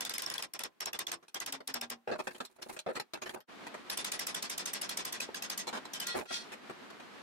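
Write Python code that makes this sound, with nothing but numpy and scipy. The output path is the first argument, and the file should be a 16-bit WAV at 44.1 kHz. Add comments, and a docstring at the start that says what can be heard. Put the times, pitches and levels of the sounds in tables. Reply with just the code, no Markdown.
"""A small workshop: quick hammer blows drive a chisel down a steel bar in a vise and peel a thin strip off it,
in two runs. Each blow is a noise crack, a dense swelling ring, bar modes and a low boom; the strip sings along.
Between the runs the strip is bent, scraped and knocked by hand (filtered random slips); late on it clangs free.
A rush of air sinks early and returns fuller midway. Noise is drawn separately for left and right."""
import sys
import numpy as np
from scipy import signal
from scipy.fft import rfft, irfft, next_fast_len
from scipy.io import wavfile
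from scipy.ndimage import uniform_filter1d, map_coordinates

SR = 44100
rng = np.random.default_rng(int(sys.argv[2]) if len(sys.argv) > 2 else 0)


def persist_wave(psi):
    """Save psi, clipped to +-1, as 16-bit WAV."""
    counts = np.round(np.clip(psi, -1, 1) * 32767).astype(np.int16)
    wavfile.write(sys.argv[1], SR, np.atleast_2d(counts).T)


N = 318446
TIME = np.arange(N) / SR
SPAN = np.arange(8192) / SR - 512 / SR  # time axis of one event [s], with a short lead-in

# hammer blows: (time [s], strength [dB], chisel note [Hz])
BLOWS = [(.0092, 1, 3470), (0.052, 0.5, 3497), (0.0969, 0, 4900), (.14, 0, 5100), (0.1833, 0.5, 5060),
         (0.2226, 0, 5370), (0.2639, -0.5, 5300), (.302, 0.5, 9780), (.341, -0.5, 9780),
         (0.3825, -0.5, 9780), (.4262, 0, 9900), (0.5385, -3, 5650), (0.594, -0.5, 9620), (.638, 0.5, 5350),
         (0.8075, -0.5, 5450), (0.8597, 1, 5500), (0.9339, -1, 3490), (0.9928, 2.4, 3666),
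         (1.071, -2, 6130), (1.119, 1, 8400), (1.3473, -0.5, 3235), (1.4043, 0, 2020), (1.4648, -0.5, 5860),
         (1.5266, 0, 5290), (1.6778, -.5, 5450), (1.7436, 1.5, 5510), (1.815, -0.5, 3620),
         (1.9031, -1, 5350), (3.9024, 1.5, 9780), (3.9769, 2, 9880), (4.0489, 1, 6410), (4.1219, 1.5, 9800),
         (4.1961, 1, 4850), (4.2714, 1, 9930), (4.3494, 1, 5750), (4.4282, 0, 4660), (4.5013, 0, 5070),
         (4.582, .5, 5170), (4.6605, 0.5, 8280), (4.737, 1, 5310), (4.8179, 1, 5150), (4.896, 0, 4620),
         (4.9757, 1.5, 6480), (5.0536, -0.5, 3370), (5.1285, -1, 3320), (5.206, 1, 3990),
         (5.348, -2.5, 6350), (5.426, -1.2, 6440), (5.5023, 0.5, 6200), (5.5798, 0.5, 6330),
         (5.938, -3, 3120), (6.0038, -.5, 3040), (6.072, -0.5, 4300)]
# modes of the loose strip: (frequency [Hz], relative level [dB])
SHEET_MODES = [(1405, -47.5), (1922, -47.5), (2541, -52), (3300, -45.5), (3618, -48.5), (4070, -48),
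               (4264, -49), (4753, -50.5), (5362, -51.5), (5604, -51), (6013, -62), (6751, -63),
               (7483, -67)]
RING_FOLLOWS = 0.78  # dB of ring per dB of blow strength


def amp(db):
    """Decibels to gain."""
    return 10 ** (np.asarray(db) / 20)


def unit(x):
    """Scale to rms 1."""
    return x / np.sqrt(np.mean(x ** 2) + 1e-20)


def along(points, hz):
    """Gain of (Hz, dB) points on a log frequency axis."""
    f, db = np.transpose(points)
    return amp(np.interp(np.log(hz + 1), np.log(f + 1), db))


def curves(rows):
    """One value per sample for each column after the time."""
    s, *cols = np.transpose(rows)
    return [np.interp(TIME, s, c) for c in cols]


def wobble(count, step):
    """Smooth random curve of count values with a knot every step values."""
    knots = rng.standard_normal(int(count / step) + 4)
    return map_coordinates(knots, [np.arange(count) / step])


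def filtered(x, gain):
    """x through a gain that is a function of frequency."""
    m = next_fast_len(x.shape[-1])
    spectrum = rfft(x, m) * gain(np.fft.rfftfreq(m, 1 / SR))
    return irfft(spectrum, m)[..., :x.shape[-1]]


def noise(gain, count):
    """Coloured noise of rms 1, unrelated in the two ears."""
    return unit(filtered(rng.standard_normal((2, count)), gain))


def peaky(hz, depth_db, width_hz):
    """Each point of contact favours its own random resonances; the bass stays even."""
    return amp(depth_db * hz / (hz + 400) * wobble(len(hz), width_hz / hz[1]))


def grains(count, rate_hz, spread_db):
    """Sparse slips of very unequal size, rms 1."""
    hit = rng.random(count) < rate_hz / SR
    size = amp(spread_db * np.minimum(rng.exponential(size=count), 4))
    return unit(hit * size * rng.standard_normal((2, count)))


def ringing(modes, scatter_db, blur_hz):
    """Narrow noise bands on each mode, at new strengths, rms 1."""
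    lines = [(f, amp(db + scatter_db * rng.standard_normal())) for f, db in modes]
    return noise(lambda hz: sum(g * np.exp(-((hz - f) / blur_hz) ** 2) for f, g in lines), len(SPAN))


def add(track, s, sound):
    """Mix a sound laid out on SPAN into the track at time s."""
    start = round((s + SPAN[0]) * SR)
    part = sound[:, max(-start, 0):N - start]
    track[:, max(start, 0):][:, :part.shape[1]] += part


def plateau(t, hold_s, fall_s):
    """Level holds for a while, then falls away."""
    return 1 / np.sqrt(1 + np.exp(np.minimum((t - hold_s) / fall_s, 80)))


def workshop(shared=0.3, flutter_db=0.9, hiss_db=-83, dip_edge_s=.003):
    """Rush of air, sinking early and fuller in the second half, with brief dips, over a faint hiss."""
    # background level: (time [s], level [dB])
    air_level = [(0, -52.5), (.5, -71.5), (1.3, -76), (2.9, -73), (3.42, -73), (3.47, -52.5), (3.65, -49),
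                 (3.85, -52), (7.22, -51.5)]
    # air spectrum: (frequency [Hz], relative gain [dB])
    room_colour = [(15, -71), (25, -31), (130, -15.5), (223, -0.5), (354, -2), (545, -7), (714, -5.5),
                   (1190, -6.5), (1560, -7.5), (2280, -11), (4250, -17), (5280, -22), (13200, -36.5),
                   (14800, -66), (16000, -51)]
    # brief dips of the background: (start [s], end [s], depth [dB])
    level_dips = [(3.425, 3.474, 50), (6.225, 6.3, 24)]
    air = noise(lambda hz: along(room_colour, hz), N)
    centre = noise(lambda hz: along(room_colour, hz), N)[0]
    dip_db = 0
    for start, end, depth in level_dips:
        dip_db += depth * plateau(TIME, end, dip_edge_s) * (1 - plateau(TIME, start, dip_edge_s))
    level = amp(curves(air_level)[0] - dip_db + flutter_db * wobble(N, SR / 25))
    hiss = np.minimum(amp(hiss_db), level) * rng.standard_normal((2, N))
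    return level * unit(air + shared * centre) + hiss


def damped(x, t, db_per_s_at_12k):
    """Treble dies faster, with the square of frequency."""
    centres_hz = [0, 3000, 6000, 9000, 12000, 16000]
    out = 0
    for f, weights in zip(centres_hz, np.eye(len(centres_hz))):
        band = filtered(x, lambda hz: np.interp(hz, centres_hz, weights))
        out = out + band * amp(-db_per_s_at_12k * (f / 12000) ** 2 * t)
    return out


def tilt(hz, bright_db):
    """Treble lift about 3 kHz: bright_db for each factor of 5.5 in frequency."""
    return amp(bright_db * np.log(np.clip(hz, 700, 12000) / 3000) / np.log(5.5))


def hammer(bar_db=-9, boom_db=-13, swell_s=0.0078, fall=0.26, crack_peaks_db=7.0, ring_peaks_db=2.0,
           linger_db=-21, linger_t60_s=0.24):
    """Each blow is a short bright crack; the dense ring of bar and wall swells behind it and dies."""
    # colour of crack and ring: (frequency [Hz], relative gain [dB])
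    crack_colour = [(80, -7), (200, -34), (450, -4.5), (1100, -1), (2300, 0), (3400, 2.5), (4300, -2.5),
                    (5400, 2), (7400, -4.5), (8300, -1.5), (10500, -6.5), (12800, -4.5), (14800, -16),
                    (16000, -13.5)]
    ring_colour = [(80, -21.5), (200, -13.5), (450, -6), (1100, -3), (2300, -4.5), (3400, -5.5), (4300, -6),
                   (5400, -5), (7400, -11), (8300, -10), (10500, -18.5), (12800, -20.5), (14800, -43),
                   (16000, -58)]
    # modes of bar and chisel: (frequency [Hz], relative level [dB])
    bar_modes = [(1040, 1.5), (1610, 6), (1943, 4.5), (2495, 0), (2767, -36), (3165, -13), (3340, 2),
                 (3560, 6), (4340, -10.5), (5125, -17), (5320, 4.5), (5814, -21), (8130, -22), (9770, -29),
                 (12790, -51)]
    # stages as the strip grows: (start [s], ring time scale [s], ring brightness [dB], crack brightness [dB],
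    # chisel note level [dB])
    stages = [(0, 0.019, 2, 5.5, -5.5), (.25, 0.019, -3, 4, -11.5), (.8, .0215, -2, 2, -5),
              (1.45, 0.024, -3, 6.5, -11), (3.8, 0.032, 3, 3, -11.5), (5.3, 0.029, 3, 2, -7.5),
              (5.55, .031, 7, 7.5, -5)]
    boom_colour = [(60, -25), (170, -9.5), (400, -7.5), (1100, -11.5), (2500, -47.5)]
    crack_db, ring_db = -32.5, -39  # for a blow of strength 0
    note_scatter_db, colour_scatter_db = 1, 1.5  # from blow to blow
    out, t = np.zeros((2, N)), np.maximum(SPAN, 0)
    for s, strength, note_hz in BLOWS:
        _, ring_s, ring_bright, crack_bright, note_db = stages[sum(s >= row[0] for row in stages[1:])]
        ring_bright, crack_bright = [ring_bright, crack_bright] + colour_scatter_db * rng.standard_normal(2)

        crack = noise(lambda hz: along(crack_colour, hz) * tilt(hz, crack_bright)
                      * peaky(hz, crack_peaks_db, 192.8), len(t))
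        crack_s = 0.0039 * (ring_s / 0.031) ** 0.9  # longer rings follow longer cracks
        crack *= amp(crack_db + strength) * np.exp(-np.abs(SPAN / crack_s) ** 3)

        wash = noise(lambda hz: along(ring_colour, hz) * tilt(hz, ring_bright)
                     * peaky(hz, ring_peaks_db, 79.4), len(t))
        wash = damped(wash, t - .018, db_per_s_at_12k=441)
        chisel = ringing([(note_hz, 0)], scatter_db=0, blur_hz=56)
        chisel *= amp(note_db + note_scatter_db * rng.standard_normal())
        bar = amp(bar_db) * ringing(bar_modes, scatter_db=4, blur_hz=13)
        boom = amp(boom_db) * noise(lambda hz: along(boom_colour, hz), len(t))

        dying = lambda slow: plateau(t, 1.123 * ring_s, slow * fall * ring_s)
        body = (wash + bar) * dying(0.93) + chisel * dying(0.56)
        body += boom * dying(2.23)  # the boom of the bench outlasts the wash
        lowest = ringing(bar_modes[:1], scatter_db=0, blur_hz=4.8)
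        body += amp(linger_db - 60 * t / linger_t60_s) * lowest  # the lowest mode lingers
        swell = 1 - np.exp(-t / swell_s)
        add(out, s, crack + amp(ring_db + RING_FOLLOWS * strength) * swell * body)
    return out


def strip(overtone_ratio=3.31, overtone_db=-6.5, swell_s=0.013, swing_db=-56.5, swing_t60_s=0.26):
    """Blows swing the strip's lowest two bending modes, lower as it lengthens; when long and floppy it wavers."""
    # pitch of the peeled strip: (time [s], pitch [Hz])
    strip_pitch = [(.76, 390.2), (1.05, 342.4), (1.42, 326), (1.52, 270), (1.73, 266.7), (1.77, 238.3),
                   (1.9, 236), (3.9, 198.8), (4.5, 188.6), (6, 202.4)]
    boost_hz, boost_width_hz, boost_db = 252, 45, 10.5  # the vise amplifies near its lowest resonance
    hz, = curves(strip_pitch)
    swing = np.zeros(N)
    t = np.arange(SR // 2) / SR
    for s, strength, _ in BLOWS:
        if s > strip_pitch[0][0]:  # once there is a strip, the chisel stops it and starts it anew
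            part = swing[round(s * SR):][:len(t)]
            decay = amp(RING_FOLLOWS * strength - 60 * t / swing_t60_s)
            part[:] = (decay * (1 - np.exp(-t / swell_s)))[:len(part)]
    jolts = np.array([wobble(N, SR / 30), wobble(N, SR / 30)])  # one per ear
    waver = np.where(TIME < 3, .35, 1.5)  # phase [rad]; twice this is the level flutter [dB]
    phase = 2 * np.pi * np.cumsum(hz) / SR + waver * jolts
    tone = np.sin(phase) + amp(overtone_db) * np.sin(overtone_ratio * phase)
    boost = boost_db * np.exp(-((hz - boost_hz) / boost_width_hz) ** 2)
    level = amp(swing_db + boost + 2 * waver * wobble(N, SR / 20))
    return np.sqrt(2) * level * uniform_filter1d(swing, size=400) * tone


def bench_colour(hz):
    """The heavy vise and bench resonate under every contact."""
    # bench response: (frequency [Hz], relative gain [dB])
    bench_response = [(29, -70), (50, -11), (277, -4.5), (313, -8), (389, 0), (483, 2.5), (615, -3),
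                      (2160, -13.5), (2560, -9), (3500, -27.5), (4240, -33), (6090, -29.5), (12900, -31.5),
                      (16000, -47)]
    # vise resonances: (frequency [Hz], width [Hz], boost [dB])
    vise_modes = [(246, 30, 7.5), (363.4, 51, 13), (492, 29, 0), (617, 22, 9.5), (840, 44, 3),
                  (846, 11, 0.5), (1130, 51, -2.5), (1356, 44, 5)]
    resonances = amp(sum(db / (1 + ((hz - f) / (width / 2)) ** 2) for f, width, db in vise_modes))
    low_cut = hz ** 2 / (hz ** 2 + 110 ** 2)
    return along(bench_response, hz) * resonances * low_cut


def scattered(x, t60_s):
    """Nearby tools and walls smear each slip into a short dense echo."""
    t = SPAN[SPAN >= 0]
    echo = rng.standard_normal((2, len(t))) * amp(-60 * t / t60_s)
    return signal.fftconvolve(x, echo, axes=1)[:, :x.shape[1]]


def handling(knock_db=-1.5, thud_db=-15, clack_db=0.5, tick_db=-8, note_db=-3, clink_db=-13, rise_s=0.0013):
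    """Steel chatters on steel, then each band dies at its own rate; a hard touch ticks, a soft one knocks."""
    # knocks and scuffs: (time [s], length scale [s], level [dB], hardness [dB], favoured resonance [Hz])
    contacts = [(1.226, 0.02, -60.5, 1, 458), (1.281, 0.012, -59, 10, 9700),
                (1.603, 0.011, -51, -4.5, 1020), (2.0736, 0.042, -43, -9, 473),
                (2.112, 0.042, -41.5, -7.5, 490), (2.152, 0.013, -47.5, -8.5, 473),
                (2.189, .026, -40.5, -1.5, 880), (2.27, 0.013, -37.5, 0.5, 1760),
                (2.308, .0083, -50.5, 1, 1570), (2.347, 0.023, -53.5, 2.5, 3180),
                (2.4024, 0.014, -39.5, 0, 500), (2.4494, 0.008, -53.5, 17, 10300),
                (2.585, .02, -63, -9, 940), (2.6202, 0.013, -46.5, 11, 5260), (2.661, 0.014, -64, -17, 450),
                (2.6936, 0.012, -46.5, -1.5, 940), (2.764, 0.013, -46.5, 1.5, 2550),
                (2.7898, .004, -45, 15.5, 3800), (2.862, 0.037, -45.5, -11.5, 443),
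                (2.8847, 0.04, -45.5, -10, 640), (2.952, 0.027, -44.5, 4, 4200),
                (2.9628, 0.022, -41.5, -1.5, 1890), (2.997, 0.0091, -37.5, 5, 4180),
                (3.1349, .005, -38, 6.5, 4030), (3.142, 0.024, -48, -2, 2620),
                (3.172, .0068, -51.5, -2, 530), (3.218, 0.025, -44.5, 3.5, 6670),
                (3.258, .032, -46.5, 1, 1810), (3.293, 0.0069, -42.5, 5, 3250),
                (3.357, 0.029, -55, -11, 594), (3.403, 0.0069, -57.5, 5.5, 12100),
                (3.666, 0.013, -44.5, 2.5, 1910), (3.74, .024, -47, -1, 1260), (5.288, .008, -50, -8, 460),
                (5.6693, .034, -40.5, 4.5, 4130), (5.7276, 0.077, -42, 0.5, 1080),
                (5.852, 0.015, -47, 3.5, 4000), (6.143, 0.033, -43.5, -8, 604),
                (6.186, .016, -41.5, 1, 450), (6.211, 0.0035, -40.5, -3, 600),
                (6.254, 0.009, -52.5, 1, 2620), (6.305, 0.013, -43.5, -3.5, 1570),
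                (6.518, 0.034, -47.5, 3.5, 1880), (6.695, 0.022, -46.5, -3.5, 696),
                (6.9, .01, -51.5, 3.5, 980), (6.998, 0.0095, -51, 1, 730)]
    # band shapes: (frequency [Hz], relative gain [dB])
    deep_band = [(30, -17), (110, -6), (220, 10), (400, -8), (1500, -70)]
    low_band = [(250, 0.5), (750, 6.0), (1200, -6.5), (2500, -52), (6000, -60)]
    middle_band = [(400, -30.0), (950, 2.0), (1700, 6), (2800, -2.5), (4500, 10.0), (9000, -60)]
    high_band = [(800, -65), (2200, -23.5), (4000, 3.5), (8000, 2), (14000, -7.5)]
    out, t = np.zeros((2, N)), np.maximum(SPAN, 0)
    for s, length, level, hardness, note_hz in contacts:
        chatter = scattered(grains(len(t), rate_hz=3200, spread_db=1.5), t60_s=0.0096)
        deep = filtered(chatter, lambda hz: along(deep_band, hz))
        chatter = filtered(chatter, lambda hz: bench_colour(hz) * peaky(hz, 4.2, 126.2))
        low = filtered(chatter, lambda hz: along(low_band, hz))
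        middle = filtered(chatter, lambda hz: along(middle_band, hz))
        high = filtered(chatter, lambda hz: along(high_band, hz))
        resonance = ringing([(note_hz, 0)], scatter_db=0, blur_hz=90 + 0.019 * note_hz)
        clink = ringing(SHEET_MODES[3:], scatter_db=2.5, blur_hz=30.4)  # the strip's upper modes
        press = (1 - np.exp(-t / rise_s)) * amp(-3 * np.minimum(t / length, 1))
        touching = (SPAN > 0) * (SPAN < length + .008)
        bands = ((deep, thud_db - hardness / 2, .1),  # (sound, level [dB], t60 [s])
                 (low, knock_db - hardness, .1),
                 (middle, clack_db, .08),
                 (high, tick_db + hardness, .06),
                 (resonance, note_db, .05),
                 (clink, clink_db + hardness, .09))
        for band, db, t60_s in bands:
            even = band / np.std(band[:, touching], axis=1, keepdims=True)
            decay = amp(-60 * np.maximum(t - 0.71 * length, 0) / t60_s)
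            add(out, s, amp(level + db) * even * press * decay)
    return out


def stroke(s, length_s, attack_s=.006, release_s=0.0058, sag_db=2):
    """Pressure of one stroke: it bites, eases and lets go."""
    t = np.maximum(TIME - s, 0)
    sag = amp(-sag_db * np.minimum(t / length_s, 1))
    return (1 - np.exp(-t / attack_s)) * sag * plateau(t, length_s, release_s)


def scraping(rub_db=-11, grit_db=-9):
    """Scaly steel drags over the bar in tiny uneven slips."""
    # strokes of the strip along the bar, levels ahead of rub_db and grit_db:
    # (time [s], length [s], relative rub [dB], relative grit [dB])
    strokes = [(2.178, 0.27, -48, -55.5), (2.384, 0.074, -45, -58), (2.492, 0.13, -56, -64.5),
               (2.613, .17, -47.5, -49.5), (2.926, 0.041, -48, -51.5), (3.13, 0.026, -50, -66),
               (3.214, 0.15, -38.5, -49.5), (6.145, .072, -31, -43)]
    grit_colour = [(1000, -9.0), (4000, -10.5), (10000, -8), (15000, -17)]
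    rub, grit = sum(amp([[r], [g]]) * stroke(s, length) for s, length, r, g in strokes)
    low_slips = scattered(grains(N, rate_hz=900, spread_db=5), t60_s=0.04)
    low = unit(filtered(low_slips, bench_colour))
    high_slips = scattered(grains(N, rate_hz=1200, spread_db=4.0), t60_s=0.024)
    high = unit(filtered(high_slips, lambda hz: along(grit_colour, hz)))
    unevenness = amp(5.4 * wobble(N, SR / 60))
    return unevenness * (amp(rub_db) * rub * low + amp(grit_db) * grit * high)


def clangs(flutter_db=2):
    """The freed strip rattles against the bar and rings in its own modes."""
    # clangs: (peak time [s], rise [s], fall [s], level [dB], brightness [dB per octave],
    # rattle relative to ring [dB])
    clang_list = [(6.118, .055, 0.041, -39.5, -4, -11), (6.302, .018, .024, -46, -4, -2),
                  (6.334, .013, .056, -37.5, 4.5, -1.5)]
    rattle_colour = [(200, -12), (1500, -5), (3500, 0), (5600, 0), (7400, -7), (8600, -5),
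                     (10500, -14), (15000, -28)]
    out = np.zeros((2, N))
    for s, rise, fall, db, bright, rattle_db in clang_list:
        t = SPAN - 2 * rise  # zero at the peak
        modes = [(f, level + bright * np.log2(f / 3000)) for f, level in SHEET_MODES]
        rattle = noise(lambda hz: along(rattle_colour, hz) * peaky(hz, 4, 70), len(t))
        rattle *= amp(rattle_db + flutter_db * wobble(len(t), SR / 150))
        shape = np.exp(-np.abs(t / np.where(t < 0, rise, fall)) ** 1.35)
        ring = ringing(modes, scatter_db=1, blur_hz=18)
        add(out, s - 2 * rise, amp(db) * shape * (ring + rattle))
    return out


def scene():
    """All the sources together."""
    return workshop() + hammer() + strip() + handling() + scraping() + clangs()


def record(dry, top_hz=15700):
    """Steep cut of the treble above top_hz."""
    return filtered(dry, lambda hz: 1 / np.sqrt(1 + (hz / top_hz) ** 120))


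dry = scene()
out = record(dry)
persist_wave(out)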